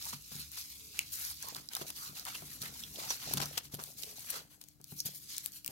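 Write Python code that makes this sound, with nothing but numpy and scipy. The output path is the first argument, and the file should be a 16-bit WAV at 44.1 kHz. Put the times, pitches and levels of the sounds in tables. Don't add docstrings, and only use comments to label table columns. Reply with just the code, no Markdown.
import sys
import numpy as np
from scipy import signal
from scipy.fft import rfft, irfft, next_fast_len
from scipy.io import wavfile

SR = 44100
rng = np.random.default_rng(int(sys.argv[2]) if len(sys.argv) > 2 else 0)


def store_wav(level_fs):
    pcm = np.round(np.clip(np.atleast_2d(level_fs), -1, 1) * 32767)
    wavfile.write(sys.argv[1], SR, pcm.T.astype(np.int16))


N = 251799
TIME = np.arange(N) / SR


# start/s, length/s, hiss/dB, top octave against the hiss/dB, flutter/dB
FOAM_STROKES = [(-0.01, 0.16, -47.5, -0.5, -58), (0.295, 0.14, -47.5, -0.5, -60),
                (0.502, 0.12, -47, -1, -62), (0.933, 0.077, -50.5, -6, -53.5),
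                (1.108, 0.045, -46.5, 9, -68), (1.154, 0.159, -47, 2.5, -59),
                (1.397, 0.11, -47.5, -7, -56.5), (1.54, 0.078, -53.5, -1.0, -59),
                (1.696, 0.12, -51.5, 0.5, -53), (1.854, 0.039, -46, -0.5, -57.5),
                (1.941, 0.14, -46.5, 1, -60), (2.139, 0.077, -47.5, -3, -56),
                (2.243, 0.057, -50.5, -2, -45.5), (2.322, 0.15, -52.5, 2.5, -59.5),
                (2.477, 0.076, -54.5, 1, -58.5), (2.6, 0.079, -48.5, -4, -50), (2.716, 0.16, -53, 1, -61.5),
                (2.97, 0.19, -45, -2.5, -50.5), (3.189, 0.13, -44, -7, -51.5),
                (3.267, 0.22, -51.5, -10, -53.5), (3.506, 0.065, -59, 3, -53),
                (3.621, 0.03, -50.5, 0.5, -61), (3.708, 0.023, -49.5, 3, -55), (3.779, 0.13, -54, 4, -65),
                (3.962, 0.1, -51, 4, -67), (4.052, 0.066, -50, -3, -60), (4.145, 0.22, -54, 2, -58.5),
                (4.272, 0.11, -47.5, -13, -47.5), (4.492, 0.046, -63, 3.5, -66.5),
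                (4.892, 0.028, -54, 8, -84), (4.946, 0.057, -55.5, 7, -86), (5.043, 0.022, -37, -1.5, -61),
                (5.131, 0.027, -51.5, 10, -80), (5.278, 0.11, -42.5, -5, -75),
                (5.419, 0.053, -50, 4.5, -61.5), (5.51, 0.061, -50.5, 2, -65), (5.645, 0.1, -59.5, 8, -61)]
# t/s, hiss/dB
FOAM_CREEP = [(0.0, -51), (0.19, -59), (0.3, -54.5), (0.7, -53), (1.38, -52.5), (1.67, -60), (2.1, -57.5),
              (2.9, -54), (3.5, -52), (3.68, -66), (4.42, -61), (4.49, -73.5), (4.68, -66.5), (4.78, -78),
              (4.9, -56), (5.25, -57), (5.49, -66), (5.63, -68)]
def stroke_gains():
    hiss = fine = from_db(in_time(FOAM_CREEP)) ** 2
    flutter = 0
    for start, length, hiss_db, top_db, flutter_db in FOAM_STROKES:
        power = gesture(start, length)
        hiss = hiss + power * from_db(hiss_db) ** 2
        fine = fine + power * from_db(hiss_db + top_db) ** 2
        flutter = flutter + power * from_db(flutter_db) ** 2
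    return np.sqrt([hiss, fine, flutter])


# f/Hz, level/dB
HISS_SPECTRUM = [(250, -46), (1000, -15), (1700, -12.5), (2400, -5), (3100, -5.5), (4300, 2), (5200, 1),
                 (6100, 1), (7300, 0), (9000, -3), (12000, 2), (14000, -2), (16000, -5.5)]
# t/s, left-right/dB
RUB_PLACE = [(0, 1), (1.0, 1.5), (1.18, 2), (1.4, 0), (2.4, 1.5), (3.1, 2.5), (3.9, 3), (4.35, 2.5),
             (4.55, 6.5), (4.85, 3.5), (5.25, 2.5), (5.71, 1)]
def sliding(hiss_gain, fine_gain):
    cells = slips(per_s=6000, spread_db=2.5, life_s=.001, alike=.3)
    ticks = from_db(-12.5) * slips(per_s=150, spread_db=3.8, life_s=.0004, alike=.5)
    rubbing = near_wall(coloured(cells + ticks, HISS_SPECTRUM), share=.5, lag_s=.0008, sway=.25)
    coarse, fine = treble_split(patchy(rubbing, depth_db=2.5, rate=31))
    grip = from_db(1.5 * drift(9.2))
    return (coarse * hiss_gain + fine * fine_gain) * grip * panned(in_time(RUB_PLACE))


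# f/Hz, level/dB
RASP_SPECTRUM = [(200, -59), (900, -22), (1600, -11), (2700, 1.5), (4300, 4.5), (5400, 4.5), (6050, 4),
                 (7000, 2), (9300, 1.5), (11500, 7), (14500, 4.5), (16000, -20)]
FLAP_SPECTRUM = [(60, -32), (250, -6), (450, -5), (800, 4), (1200, 9), (1700, 1.5), (2600, -7.5),
                 (5000, -16)]
# peak t/s, rasp/dB, top octave against the rest/dB, flap/dB, fade/s, left-right/dB
CRUSHED_FOLDS = [(0.067, -46.5, 5, -49, 0.0049, 3), (0.13, -37.5, -6, -45.5, 0.0084, -2.5),
                 (0.32, -50, -3, -58, 0.014, 6), (0.572, -42.5, -11, -57, 0.017, 8.5),
                 (1.561, -45.5, 0, -46.5, 0.014, -1.5), (1.769, -50, 8, -45, 0.003, 15),
                 (1.816, -35.5, -6, -55, 0.0086, 1), (1.903, -43, 2, -50, 0.0041, 3),
                 (2.353, -38, -5, -44, 0.0045, -1), (2.959, -41, -22, -63, 0.012, -1),
                 (3.107, -29.5, -9, -40, 0.0071, 3.5), (3.338, -30.5, 5, -42, 0.003, 2.5),
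                 (3.378, -28.5, -9, -35.5, 0.0051, 1), (3.403, -32.5, -10, -38, 0.0049, 6),
                 (3.417, -35, -10, -57, 0.0019, 13), (3.424, -33.5, -7.5, -40, 0.014, 0.5),
                 (3.578, -28, -7.5, -41.5, 0.0066, 5), (3.652, -48, -8, -65.5, 0.015, 4),
                 (3.744, -38.5, 3, -54, 0.0061, 3), (3.793, -49, -12, -47, 0.014, -1),
                 (4.032, -37, -4, -72, 0.0052, -5), (4.302, -45.5, 17, -66, 0.0057, 6),
                 (4.612, -57, -1, -69.5, 0.021, 7), (5.06, -46.5, 16, -70, 0.0087, 2.5)]
def scrunches(swell_s=.0027):
    fold_slips = slips(per_s=1700, spread_db=3.5, life_s=.00039, alike=.12)
    rasp, top = treble_split(coloured(fold_slips, RASP_SPECTRUM))
    flap = coloured(slips(per_s=1200, spread_db=2.2, life_s=.001, alike=.5), FLAP_SPECTRUM)
    out = np.zeros((2, N))
    for s, rasp_db, top_db, flap_db, fade_s, pan_db in CRUSHED_FOLDS:
        near = np.abs(TIME - s) < .15
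        t = TIME[near] - s
        shape = np.exp(np.minimum(t / swell_s, -t / fade_s))
        grit = from_db(rasp_db) * (rasp[:, near] + from_db(top_db) * top[:, near])
        out[:, near] += shape * panned(pan_db) * (grit + from_db(flap_db) * flap[:, near])
    return out


# t/s, crack over 4 ms/dB, panel f/Hz, panel over 4 ms/dB, left-right/dB
CREASES = [(0.024, -52, 5430, -43, -7), (0.054, -40.5, 5770, -45, 0), (0.517, -43, 6200, -58, 2),
           (0.991, -25.5, 2730, -27.5, 0), (1.283, -51, 4650, -53, 1), (1.3, -56, 5210, -42, 1),
           (1.426, -36, 6380, -42.5, 5), (1.486, -37, 6260, -47, -2), (1.548, -42, 4460, -41, 2),
           (1.565, -46, 5260, -40.5, 9), (1.688, -50, 5020, -39.5, -3), (1.734, -38, 3880, -48, 1),
           (1.751, -29.5, 3720, -37.5, -1), (1.767, -41, 5200, -37, 5), (2.196, -40, 5150, -43, 1),
           (2.252, -37.5, 4010, -56, 3), (2.267, -48, 4570, -45, 6), (2.618, -37, 4300, -46, 1),
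           (2.625, -44, 5630, -39.5, 1), (2.837, -55, 3500, -40, -3), (3.336, -38, 5330, -49, 6),
           (3.372, -33, 3700, -38, 5), (3.457, -37, 6120, -46, 0), (3.838, -34, 4600, -49, 5),
           (4.024, -42, 5600, -43, 8), (4.194, -44, 4500, -61, 1), (4.303, -35.5, 3830, -48, 9),
           (4.614, -45, 5000, -59, 3), (4.639, -50, 6500, -53, 3), (4.686, -52, 4700, -79, 11),
           (4.814, -56, 6500, -63, 10), (4.842, -45, 5370, -51.5, 6.5), (5.003, -33.5, 5450, -33.5, 6),
           (5.367, -42, 6030, -48, 9), (5.381, -32, 5500, -41, 6), (5.46, -31, 6100, -54, 10.5),
           (5.52, -48, 6300, -58, 8), (5.646, -39.5, 2830, -50.5, 4), (5.662, -37, 6200, -65, 15),
           (5.678, -34.5, 2820, -43.5, 7)]
def snaps(crack_s=.00034, scatter_s=.005, scatter_db=-21, kick_s=.0001, t60=.0076):
    size = 2048
    t, out = TIME[:size], np.zeros((2, N + size))
    over_4_ms = np.sqrt(.004 * SR / size)
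    shape = t / crack_s * np.exp(1 - t / crack_s) + from_db(scatter_db) * np.exp(-t / scatter_s)
    push = np.exp(-t / kick_s) + from_db(-26) * np.exp(-t / .01)
    for s, crack_db, hz, panel_db, pan_db in CREASES:
        crack = cut(rng.standard_normal((2, size)) * shape, 5000, "high")
        crack = from_db(crack_db) * np.array([rms_one(port) for port in crack])
        kick = rng.standard_normal(size) * push
        kick[0] += 3
        modes = ring(kick, hz, t60) - .61 * ring(kick, hz * .79, t60) - .48 * ring(kick, hz * 1.605, t60)
        panel = from_db(panel_db) * rms_one(cut(modes, 1700, "high"))
        at = int(s * SR)
        out[:, at:at + size] += crack * panned(pan_db) + panel * panned(pan_db / 2)
    return over_4_ms * out[:, :N]


# f/Hz, relative level/dB, t60/s
BOX_MODES = [(67, -43, 0.091), (121.4, 0.5, 0.082), (145, -3, 0.27), (183.7, -8.5, 0.35),
             (215, -4.5, 0.083), (252.5, -8.5, 0.15), (301.8, -19.5, 0.52), (401, -8.5, 0.057)]
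# t/s, boom drive/dB, knock drive/dB
BOX_BUMPS = [(0.130, -42, -57), (0.315, -48, -59), (0.352, -45, -72), (0.392, -49, -72), (1.565, -52, -63),
             (1.814, -50, -39), (2.09, -50, -60), (2.422, -48, -48), (2.614, -49, -66), (3.268, -48, -56),
             (3.339, -36, -46), (3.368, -38, -46), (3.401, -43, -41), (3.425, -46, -46), (3.738, -42, -60),
             (3.788, -54, -49), (4.801, -56, -61), (4.920, -43, -55), (5.053, -43, -62), (5.688, -51, -56)]
def bumps(push_s=.002, knock_s=.0092, wall_hz=390, wall_t60=.043):
    times, boom_db, knock_db = np.transpose(BOX_BUMPS)
    at = (times * SR).astype(int)
    boom, force = np.zeros(N), np.zeros(N)
    for hz, mode_db, t60 in BOX_MODES:
        blow_db = boom_db + mode_db + rng.normal(-2, 1, len(at))
        blows = np.zeros(N)
        blows[at] = from_db(blow_db) * rng.choice([-1, 1], len(at))
        boom += ring(blows, hz, t60)
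    force[at] = from_db(knock_db)
    wall = from_db(2) * ring(force, wall_hz, wall_t60)
    contact = signal.lfilter([1], [1, -np.exp(-1 / (knock_s * SR))], force + 1e-18)
    dull_noise = cut(cut(stereo_noise(alike=.12), 940, "low"), 200, "high")
    body = cut(boom, 1 / push_s, "low") + wall
    return cut(body, 81, "high") + contact * rms_one(dull_noise)


# peak t/s, f/Hz, bandwidth/Hz, level/dB, half
# length/s
RUBBED_RESONANCES = [(0.063, 920, 200, -60, 0.022), (0.404, 4360, 400, -48, 0.021), (0.869, 433, 40, -71, 0.08),
                     (1.002, 2500, 900, -48, .018), (1.222, 1740, 600, -55, 0.1), (1.48, 1033, 222, -50, 0.025),
                     (1.768, 1100, 880, -45, 0.0041), (2.046, 1280, 402, -55, 0.069),
                     (2.276, 1100, 500, -47, 0.015), (2.353, 3000, 900, -45, 0.011),
                     (2.66, 1900, 400, -49.5, 0.018), (2.84, 3380, 400, -50, 0.011),
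                     (3.052, 830, 250, -53, 0.027), (3.105, 5830, 383, -34.5, 0.014),
                     (3.454, 5900, 500, -50, 0.015), (4.099, 435, 40, -63.5, 0.051),
                     (4.352, 520, 160, -57.5, 0.039), (5.002, 5930, 1200, -41, 0.015)]
def squeaks():
    out, size = np.zeros((2, N)), 8192
    for s, hz, width_hz, level_db, half_s in RUBBED_RESONANCES:
        start = max(int(s * SR) - size // 2, 0)
        t = TIME[start:start + size] - s
        band = signal.butter(2, [hz - width_hz / 2, hz + width_hz / 2], "band", fs=SR, output="sos")
        tones = signal.sosfilt(band, rng.standard_normal((3, size)))
        squeak = rms_one(tones[0] + .5 * tones[1:])
        out[:, start:start + size] += from_db(level_db) * np.exp(-(t / half_s) ** 2) * squeak
    return out


# f/Hz, level/dB
FLUTTER_SPECTRUM = [(150, -25), (500, -15), (900, -4), (1300, -0.5), (1800, -0.5), (2400, -3), (3200, -2.5),
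                    (5000, -7.5)]
def fluttering(gain):
    flutter = coloured(slips(per_s=700, spread_db=4, life_s=.0033, alike=.25), FLUTTER_SPECTRUM)
    reflected = near_wall(flutter, share=.6, lag_s=.0015, sway=.3)
    return gain * patchy(reflected, depth_db=3, rate=15)


# f/Hz, level/dB
DRAG_SPECTRUM = [(70, -24), (220, -11.5), (400, -2.5), (600, -4), (800, -4), (1100, -16), (2000, -50)]
# start/s, length/s, level/dB
FINGER_DRAGS = [(0.0, 0.15, -78), (0.934, 0.11, -71.5), (1.423, .17, -63.5), (1.72, 0.18, -62),
                (1.977, 0.77, -72.5), (2.608, .09, -62), (2.931, 0.19, -58), (3.253, 0.19, -54.5),
                (3.483, 0.1, -63), (3.707, 0.025, -59), (3.768, 0.04, -52), (3.856, 0.046, -64),
                (3.977, 0.2, -65), (4.285, 0.14, -60.5), (4.493, 0.16, -77), (5.041, .05, -62),
                (5.677, .035, -59.5)]
def dragging():
    rub = coloured(slips(per_s=370, spread_db=6, life_s=.001, alike=1), DRAG_SPECTRUM)
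    power = sum(gesture(start, length) * from_db(db) ** 2 for start, length, db in FINGER_DRAGS)
    return rub * np.sqrt(power)


# f/Hz, level/dB
RUMBLE_SPECTRUM = [(25, -16), (60, 7), (110, -1.5), (145, 2.5), (200, 2.5), (300, 0), (420, -16),
                   (600, -12), (1100, -51)]
# t/s, drive/dB
HAND_WEIGHT = [(0.0, -64), (0.6, -71.5), (1.03, -64), (1.37, -69), (1.56, -60.5), (1.72, -68),
               (1.85, -63.5), (2.35, -60.5), (3.03, -56.5), (3.2, -62.5), (3.35, -47), (3.59, -60.5),
               (4.02, -64), (4.36, -64), (4.7, -75), (5.05, -66), (5.71, -69.5)]
def leaning():
    push = stereo_noise(alike=.99)
    modes = sum(from_db(db) * ring(push, hz, t60) / np.sqrt(t60) for hz, db, t60 in BOX_MODES)
    stirring = from_db(-4) * rms_one(cut(modes, 59, "high"))
    rumble = from_db(-5.5) * coloured(stereo_noise(alike=.98), RUMBLE_SPECTRUM)
    return from_db(in_time(HAND_WEIGHT)) * (stirring + rumble)


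def near_wall(x, share, lag_s, sway):
    lags = [lag_s * np.exp(sway * drift(2.06)) for port in x]
    echo = np.array([np.interp(TIME - lag, TIME, port) for port, lag in zip(x, lags)])
    return (x + share * echo) / np.hypot(1, share)


def room(x, t60=.2):
    out, x = np.zeros((2, N)), cut(x, 4100, "low")
    for k, lag in enumerate((rng.uniform(.007, .035, 12) * SR).astype(int)):
        loop, gain = x[k % 2].copy(), from_db(-60 * lag / SR / t60)
        for i in range(lag, N, lag):
            loop[i:i + lag] += gain * loop[i - lag:i][:N - i]
        out[k % 2] += (loop - x[k % 2]) * (-1) ** (k // 2)
    return out / np.sqrt(6)


# t/s, level/dB
DRONE_LEVEL = [(0, -67), (1.35, -66.5), (1.6, -104), (5.71, -85)]
# f/Hz, level/dB
DRONE_SPECTRUM = [(25, -16), (50, -13), (72, 6.5), (95, -5), (160, -30), (600, -60)]
ROOM_SPECTRUM = [(22, -17), (45, -7), (70, 2), (100, -5.5), (140, 1.5), (200, -4.5), (310, -28), (400, -30),
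                 (600, -20), (1000, -26.5), (1600, -23), (3000, -33), (16000, -23.5)]
def still_air(hum_hz=300):
    drone = from_db(in_time(DRONE_LEVEL)) * coloured(stereo_noise(alike=.99), DRONE_SPECTRUM)
    hum = from_db(-73) * np.sin(2 * np.pi * hum_hz * TIME + 1.1 * drift(1))
    return drone + hum + from_db(-72) * coloured(stereo_noise(alike=0), ROOM_SPECTRUM)


def gesture(start, length, attack_s=.026, release_s=.031, arch_db=1.66):
    t = TIME - start
    attack = np.clip(t / attack_s, 0, 1)
    arch = from_db(-arch_db * (2 * np.clip(t / length, 0, 1) - 1) ** 2)
    release = np.exp(-np.clip(t - length, 0, 1) / release_s)
    return (attack * arch * release) ** 2


def slips(per_s, spread_db, life_s, alike):
    born = rng.random(N) < per_s / SR
    energy = born * from_db(spread_db * np.minimum(rng.exponential(1, N), 4)) ** 2
    r = np.exp(-2 / (life_s * SR))
    power = signal.lfilter([1], [1, -2 * r, r * r], energy + 1e-18)
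    return rms_one(np.sqrt(power) * stereo_noise(alike))


def patchy(x, depth_db, rate):
    out = 0
    for hz in np.geomspace(500, 13000, 14):
        below = signal.sosfiltfilt(signal.butter(4, hz, fs=SR, output="sos"), x)
        out = out + below * from_db(depth_db * drift(rate))
        x = x - below
    return out + x


def ring(x, hz, t60):
    r, w = from_db(-60 / (t60 * SR)), 2 * np.pi * hz / SR
    return signal.lfilter([0, np.sin(w)], [1, -2 * r * np.cos(w), r * r], x + 1e-18)


def drift(rate):
    hop = 40
    r = np.exp(-2 * np.pi * rate * hop / SR)
    slow = signal.lfilter([1], [1, -2 * r, r * r], rng.standard_normal(N // hop + 2002))[2000:]
    return np.interp(np.arange(N) / hop, np.arange(len(slow)), rms_one(slow))


def stereo_noise(alike):
    mid, side = rng.standard_normal((2, N))
    return np.sqrt(1 + alike) * mid + np.sqrt(1 - alike) * side * [[1], [-1]]


def coloured(x, spectrum):
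    size = next_fast_len(N)
    gain = from_db(at_hz(spectrum, np.fft.rfftfreq(size, 1 / SR)))
    y = irfft(rfft(x, size) * gain, size)[:, :N]
    return y / np.std(y.mean(axis=0))


def treble_split(x):
    below = signal.sosfiltfilt(signal.butter(3, 8000, fs=SR, output="sos"), x)
    return below, x - below


def cut(x, hz, kind):
    return signal.sosfilt(signal.butter(2, hz, kind, fs=SR, output="sos"), x + 1e-18)


def in_time(curve):
    return np.interp(TIME, *np.transpose(curve))


def at_hz(points, hz):
    f, value = np.transpose(points)
    return np.interp(np.log(hz + 1e-9), np.log(f), value)


def panned(db):
    return from_db(np.array([[.5], [-.5]]) * db)


def from_db(db):
    return 10 ** (np.asarray(db) / 20)


def rms_one(x):
    return x / np.sqrt(np.mean(x ** 2) + 1e-20)


def scene():
    hiss, fine, flutter = stroke_gains()
    foam = sliding(hiss, fine) + fluttering(flutter) + dragging() + scrunches() + squeaks() + snaps()
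    handling = foam + bumps() + leaning()
    return handling + from_db(-10) * room(handling) + still_air()


# f/Hz, left-right/dB
PORT_BALANCE = [(60, 1), (200, 3.5), (380, 0), (700, 7.5), (1300, -0.5), (2400, 1.5), (4400, -6.5),
                (8000, 1), (15000, 1.8)]
def record(dry):
    right_lag_s, cutoff_hz = .000316, 15900
    size = next_fast_len(N + 2048)
    hz = np.fft.rfftfreq(size, 1 / SR)
    arrival = np.exp(-2j * np.pi * hz * np.array([[0], [right_lag_s]]))
    heard = irfft(rfft(dry, size) * panned(at_hz(PORT_BALANCE, hz)) * arrival, size)[:, :N]
    return signal.sosfilt(signal.ellip(10, .2, 70, cutoff_hz, fs=SR, output="sos"), heard)


dry = scene()
out = record(dry)
store_wav(out)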